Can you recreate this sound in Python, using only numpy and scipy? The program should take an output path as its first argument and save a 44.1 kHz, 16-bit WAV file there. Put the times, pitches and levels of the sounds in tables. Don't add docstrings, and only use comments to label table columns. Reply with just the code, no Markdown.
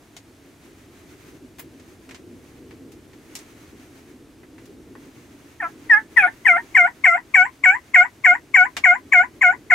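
import sys
import numpy as np
from scipy import signal
from scipy.fft import rfft, irfft, next_fast_len
from scipy.io import wavfile
from scipy.ndimage import uniform_filter1d, minimum_filter1d

SR = 44100
rng = np.random.default_rng(int(sys.argv[2]) if len(sys.argv) > 2 else 0)


def wav_record(signal):
    frames = np.transpose(np.atleast_2d(signal))
    bounded = np.clip(frames, -1, 1)
    quanta = np.round(bounded * 32767).astype(np.int16)
    wavfile.write(sys.argv[1], SR, quanta)


N = 429534

# (frequency [Hz], relative level [dB])
DRONE_SPECTRUM = [(15, -48.5), (25, -17.5), (91, -4.5), (202, -10), (271, 0.5), (330, -1), (494, -13),
                  (545, -19.5), (700, -34.5), (910, -48.5), (1540, -120)]
# (time [s], level [dB])
DRONE_SWELL = [(0, -55.5), (1.1, -49.5), (2.3, -47.5), (2.85, -44.5), (3.2, -49), (4.3, -49.5), (4.7, -47),
               (5.6, -50), (6.5, -49.5), (7.2, -54.5), (8.5, -53.5), (9.74, -46.5)]
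# (frequency [Hz], relative level [dB])
AIR_SPECTRUM = [(350, -27.5), (600, -1), (929, -8.5), (7430, -18.5), (13700, -23.5), (15800, -34)]
# (time [s], level [dB])
RUSTLE_SWELL = [(.2, -60), (.6, -56.5), (1.25, -52.5), (1.5, -58.5), (3.15, -59), (3.4, -51), (3.95, -53.5),
                (4.25, -63.5), (5.3, -55.5), (6.5, -52), (7.7, -57.5)]
# (frequency [Hz], relative level [dB])
RUSTLE_SPECTRUM = [(600, -2.5), (2200, 0), (3200, -7), (5500, -11), (6300, -6), (7300, -11.5),
                   (15000, -17.5)]
# (time [s], level [dB], body colour [dB], treble colour [dB], top colour [dB])
TICK_EVENTS = [(0.166, -33, -13, -15.5, -12), (1.585, -36, -11, -21, -4), (1.594, -26.5, -10, -20.5, 6.5),
               (1.797, -43.5, -12, -20, -24), (2.091, -36.5, -10, -23, -18), (2.11, -34.5, -5.5, -16, -17),
               (2.146, -34, -16, -21, -34), (2.709, -38.5, -1, -19, -30), (2.919, -42.5, -12, -15, -3),
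               (3.132, -45, -12, -22, -26), (3.353, -25, -16, -9.5, -5), (3.389, -37.5, -15, -12, -8),
               (4.432, -43, 4, -34, -40), (4.582, -42.5, -7, -28, -38), (4.656, -44, -17, -19, -14),
               (4.953, -38, 6, -48, -50), (8.767, -16.5, -11, -21.5, -22)]
# (frequency [Hz], relative level [dB])
GEAR_SPECTRUM = [(300, -7), (850, 5.5), (1400, 0), (2050, 7), (3800, 3), (6600, 4.5), (15500, -15)]
# (frequency [Hz], time to fall by 60 dB [s])
BLIND_DECAY = [(300, 0.083), (10000, 0.095)]
# (start [s], opening pitch [Hz], bottom of the pitch bowl [Hz], fall time [s],
# bowl bottom after start [s], hold [s], relative effort [dB], sag over the hold [dB], brightness [dB])
YELP_EVENTS = [(5.604, 926, 657.6, 0.021, 0.046, 0.071, -19, 9.5, -14.5),
               (5.901, 963, 824, 0.021, 0.045, 0.06, -5.5, -11.5, -15),
               (6.171, 991, 714, 0.0041, 0.097, 0.092, -0.5, 3, -1.9),
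               (6.457, 1029, 684.5, 0.015, 0.081, 0.11, -4, -3.5, 0.5),
               (6.753, 1076, 693.7, 0.012, 0.07, 0.11, -2.5, 2.5, 0.5),
               (7.045, 1098, 674, 0.01, 0.066, 0.12, -2.5, 8.5, 3.5),
               (7.346, 1130, 726.2, 0.0082, 0.053, 0.1, -3.5, 2.6, 2),
               (7.641, 1093, 721.4, 0.01, 0.03, 0.1, -3.5, 0.3, 3),
               (7.946, 1084, 703.4, 0.0081, 0.042, 0.089, -1.5, 2.7, 4),
               (8.248, 1088, 703.2, 0.0087, 0.048, 0.092, -2.5, 4, 2.5),
               (8.546, 1118, 720, 0.0115, 0.058, 0.1, -2.5, 3, 2),
               (8.843, 1114, 701.6, 0.0088, 0.053, 0.1, -4, 3.5, 1.3),
               (9.126, 1109, 708, 0.0066, 0.056, 0.1, -3.5, 2, 3.5),
               (9.418, 1082, 710, 0.0078, 0.055, 0.1, -2.2, 5.5, -1),
               (9.707, 1042, 691.4, 0.0061, 0.053, 0.098, -5.5, -9, -0.5)]
# (frequency [Hz], relative level [dB])
MOUTH_RESONANCES = [(1250, -6), (1450, 5.5), (1800, 13.5), (2150, 8.5), (2400, 0), (2700, -27), (2950, -16),
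                    (3400, -42.5), (4300, -53), (5200, -33), (7200, -37), (8300, -52.5), (10000, -42),
                    (12000, -59.5)]
# (frequency [Hz], relative level [dB])
FUNDAMENTAL_RESPONSE = [(650, -16.5), (720, 0), (780, -5), (860, -7), (1000, -4.5), (1150, 0.5)]
# (frequency [Hz], left minus right [dB])
SIDE_LEAN = [(680, 13.5), (730, 6.5), (800, 8.5), (920, -8.5), (1000, 13), (1355, -2), (1400, -7),
             (1450, 0), (1630, -4.5), (1820, 0), (2030, 13.5), (2120, 1.5), (2180, 6), (5500, 7.5),
             (8000, 4.5)]
# (frequency [Hz], gain [dB])
STANDING_WAVES = [(680, -2), (730, -1), (850, -7), (1000, -1.5), (1355, -1), (1395, -12), (1450, -4.5),
                  (1560, -17.5), (1820, -5), (2030, -10.5), (2120, -5.5), (2170, -6.5), (2230, -5),
                  (2400, -6.5), (3000, -8.5), (7000, -4.5)]
# (frequency [Hz], relative level [dB])
LEAK_SPECTRUM = [(700, -26), (2600, 11.5), (3900, -23.5), (5600, -17.5), (6900, -7), (7450, 8.5),
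                 (8200, -12.5), (10000, -17), (12000, -28.5)]
# (time [s], depth [0-1])
DOUBLING_DEPTH = [(5.6, 0), (5.64, 0.9), (5.89, 0.063), (5.92, 0.028), (5.965, 0.4), (6.18, 0.14),
                  (6.21, 0), (6.25, .03)]
# (time [s], length [s], dip [dB], roughness [0-1])
STUMBLE_EVENTS = [(6.222, 0.02, 9, 0.4), (6.538, 0.028, 9.5, 0.05), (6.83, .015, 8, .05),
                  (7.721, 0.0085, 4, 0.31)]
# (time [s], leak before effort [dB], stretch of the leak's spectrum [factor], highest partials [dB])
BOLDNESS_STAGES = [(5.6, -58, 1.25, -13.5), (6.2, -44.5, 1.3, -4), (6.6, -48, 1.05, 2.5),
                   (7.4, -41, 1.007, 2.5), (9.4, -43.5, 0.96, -1)]

EDGE_HZ = 15850
BOWL_HZ_PER_S2 = 25000
FLIP_SHARE = .91
FLIP_AFTER_S, FLIP_S = .011, 0.0081
BREAK_ABOVE_HZ, BREAK_S = 1055, 0.0011
BREAK_AT_FALLS, BREAK_SHARE, GLIDE_FALLS = 1.7, .75, 1.9
THIN_DB = -10.5
SWELL_DB_PER_S, LEAD_S = 4301.5, .012
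DROP_DB, DROP_S = 19, .014
RASP_S, FADE_DB_PER_S, TAIL_S = .02, 859.5, .08
DULL_AT_SHARE, DULL_OVER_SHARE = 0.66, 0.024
DULL_DB, DULL_TREBLE_DB = 11.5, 18
MOUTH_STRETCH_POWER = 0.2
ROUGHNESS_HZ = 260


def gain_of(db):
    return 10 ** (np.asarray(db) / 20)


def evened(x):
    return x / np.sqrt(np.mean(x ** 2) + 1e-20)


def read(points, hz):
    f, value = np.transpose(points)
    return np.interp(np.log(hz + 1), np.log(f + 1), value)


def level(curve):
    return gain_of(np.interp(np.arange(N) / SR, *np.transpose(curve)))


def step(t, width):
    return .5 + .5 * np.tanh(t / width)


def add(mix, s, sound):
    part = mix[:, round(s * SR):][:, :sound.shape[1]]
    part += sound[:, :part.shape[1]]


def colour(x, spectrum):
    size = x.shape[-1]
    gain = gain_of(read(spectrum, np.fft.rfftfreq(size, 1 / SR)))
    return irfft(rfft(x) * gain, size)


def wander(size, hz):
    n = next_fast_len(size)
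    rolloff = 1 + (np.fft.rfftfreq(n, 1 / SR) / hz) ** 4
    return evened(irfft(rfft(rng.standard_normal(n)) / rolloff, n)[:size])


def noise_pair(spectrum, side_db, size):
    noise = rng.standard_normal((2, next_fast_len(size)))
    mid, side = colour(noise, spectrum)[:, :size]
    return evened(mid + gain_of(side_db) * np.array([side, -side]))


def far_drone(drone_db=1.0, rumble_db=-48):
    noise = noise_pair(DRONE_SPECTRUM, -16, size=N)
    rumble = signal.sosfiltfilt(signal.butter(2, 170, fs=SR, output="sos"), noise)
    swell = level(DRONE_SWELL)
    drone = gain_of(drone_db + 2 * wander(N, 12.0)) * swell * (noise - rumble)
    return drone + gain_of(rumble_db) * evened(np.sqrt(swell)) * rumble


def soft_rustle(rustle_db=-1, uneven_db=2.0):
    uneven = gain_of(rustle_db + uneven_db * wander(N, 10))
    return level(RUSTLE_SWELL) * uneven * noise_pair(RUSTLE_SPECTRUM, -3.5, size=N)


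def still_air(air_db=-59):
    return gain_of(air_db) * noise_pair(AIR_SPECTRUM, -10, size=N)


def blind(x):
    size = SR // 4
    signs = rng.choice([-1., 1.], (2, size))
    sparse = rng.random((2, size)) < 3000 / SR
    taps = signs * sparse * (np.arange(size) > .004 * SR)
    hz, t, z = signal.stft(taps, SR, nperseg=128)
    decay = gain_of(-60 * t / read(BLIND_DECAY, hz)[:, None])
    tail = signal.istft(z * decay, SR, nperseg=128)[1]
    tail = tail / np.linalg.norm(tail, axis=1, keepdims=True)
    return signal.oaconvolve(x, tail, axes=1)[:, :N]


def ticks(trim_db=-5, t60=0.086):
    out = np.zeros((2, N))
    t = np.arange(SR // 5) / SR
    for s, db, body_db, treble_db, top_db in TICK_EVENTS:
        middle_db = (treble_db + top_db) / 2
        tint = [(1800, body_db), (6000, treble_db), (11000, middle_db), (15000, top_db)]
        burst = colour(noise_pair(GEAR_SPECTRUM, -5.5, size=len(t)), tint)
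        add(out, s, evened(burst) * gain_of(db + trim_db - 60 * t / t60))
    return out


def opening(t, top_hz, fall_s, steepness=1.5):
    falls = np.maximum(t, 0) / fall_s
    if top_hz > BREAK_ABOVE_HZ:
        broken = step(t - BREAK_AT_FALLS * fall_s, BREAK_S)
        return np.exp(-falls / GLIDE_FALLS) * (1 - BREAK_SHARE * broken)
    return np.exp(-falls ** steepness)


def reed_pitch(t, high, top_hz, low_hz, bottom_s, hold_s):
    bowl = low_hz + BOWL_HZ_PER_S2 * (t - bottom_s) ** 2
    hz = bowl + (top_hz - bowl) * high
    return hz + (FLIP_SHARE * top_hz - hz) * step(t - hold_s - FLIP_AFTER_S, FLIP_S)


def effort(t, hold_s, sag_db):
    held = SWELL_DB_PER_S * np.minimum(t, 0) - sag_db * np.clip(t / hold_s, 0, 1)
    fade = FADE_DB_PER_S * np.maximum(t - hold_s - RASP_S, 0)
    return held - DROP_DB * step(t - hold_s, DROP_S) - fade


def stumbling(s):
    at, length, dip_db, rough = np.transpose(STUMBLE_EVENTS)
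    near = np.exp(-((s[:, None] - at) / length) ** 2)
    return near @ dip_db, near @ rough


def partial_heights(order, hz, db, high, dull, slide, bright_db, stretch, highs_db, knee_db=-19):
    partial_hz = order * hz
    mouth_db = read(MOUTH_RESONANCES, partial_hz / stretch ** MOUTH_STRETCH_POWER)
    share = np.where(order > 2, gain_of(-4. * (order - 3)), 0)
    height = gain_of(mouth_db + share * (bright_db - DULL_DB * dull))
    height *= (order > 1) * (partial_hz < EDGE_HZ)
    height *= gain_of(db) / np.linalg.norm(height, axis=0)
    height[4:] *= (1 - 0.5 * slide) * gain_of(highs_db - DULL_TREBLE_DB * dull)
    fundamental = gain_of(db + read(FUNDAMENTAL_RESPONSE, hz) + THIN_DB * high)
    height[0] = fundamental / np.hypot(1, gain_of(db - knee_db))
    return height * gain_of(read(STANDING_WAVES, partial_hz))


def yelp(start, top_hz, low_hz, fall_s, bottom_s, hold_s, effort_db, sag_db, bright_db,
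         unsettled=0.38, slack_rasp=1.0, firm_db=-18, lead_rad=.56, slide_leak=2.0, dull_leak_db=-3):
    t = np.arange(-LEAD_S, hold_s + TAIL_S, 1 / SR)
    high = opening(t, top_hz, fall_s)
    hz = reed_pitch(t, high, top_hz, low_hz, bottom_s, hold_s)
    dip_db, stumble = stumbling(start + t)
    db = effort_db + effort(t, hold_s, sag_db) - dip_db
    dull = step(t / hold_s - DULL_AT_SHARE, DULL_OVER_SHARE)
    slack = 1 / (1 + gain_of(db - effort_db - firm_db) ** 2)
    pitch_speed = uniform_filter1d(abs(np.gradient(np.log(hz), t)), size=500)
    slide = np.tanh(pitch_speed / 12) ** 2
    jitter = .001 + .014 * slide + .012 * slack + .012 * stumble
    hz = hz * (1 + jitter * wander(len(t), ROUGHNESS_HZ))

    stage_s, *stages = np.transpose(BOLDNESS_STAGES)
    leak_db, stretch, highs_db = (np.interp(start, stage_s, column) for column in stages)
    order = np.arange(1, 21)[:, None]
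    height = partial_heights(order, hz, db, high, dull, slide, bright_db, stretch, highs_db)
    turns = np.cumsum(hz) / SR
    side = np.array([1, -1])[:, None, None]
    pan = np.sqrt(2 / (1 + gain_of(-2 * side * read(SIDE_LEAN, order * hz))))
    phase = 2 * np.pi * order * turns + side * (order > 1) * lead_rad / 2
    partials = np.sqrt(2) * pan * height * np.cos(phase)

    roughness = unsettled * slide + slack_rasp * slack + stumble
    rasp = roughness * wander(len(t), ROUGHNESS_HZ)
    doubling = np.interp(start + t, *np.transpose(DOUBLING_DEPTH)) * np.cos(np.pi * turns)
    overtones = partials[:, 1:].sum(1) * (1 + rasp + doubling)
    tone = partials[:, 0] * (1 + rasp * slack / 2) + overtones

    air = noise_pair(np.multiply(LEAK_SPECTRUM, (stretch, 1)), -9.5, size=len(t))
    leak = gain_of(leak_db + db / 2 + dull_leak_db * dull) * (1 + slide_leak * slide) * air
    return start + t[0], (tone + leak) * signal.windows.tukey(len(t), .04)


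def yelps():
    out = np.zeros((2, N))
    for row in YELP_EVENTS:
        add(out, *yelp(*row))
    return out


def scene(yelps_db=1.5, blind_db=-7.5):
    background = far_drone() + soft_rustle() + still_air()
    near = gain_of(yelps_db) * yelps() + ticks()
    return near + gain_of(blind_db) * blind(near) + background


def record(dry, ceiling=1.0, squash=0.1):
    allowed = minimum_filter1d(np.minimum(1, ceiling / (abs(dry) + 1e-9)), size=260)
    smooth_gain = uniform_filter1d(uniform_filter1d(allowed, size=130), size=130)
    held = dry * smooth_gain
    rounded = held - squash * held ** 3
    low_pass = signal.firwin(511, EDGE_HZ, window=("kaiser", 9), fs=SR)
    return signal.oaconvolve(rounded, low_pass[None], "same")


dry = scene()
out = record(dry)
wav_record(out)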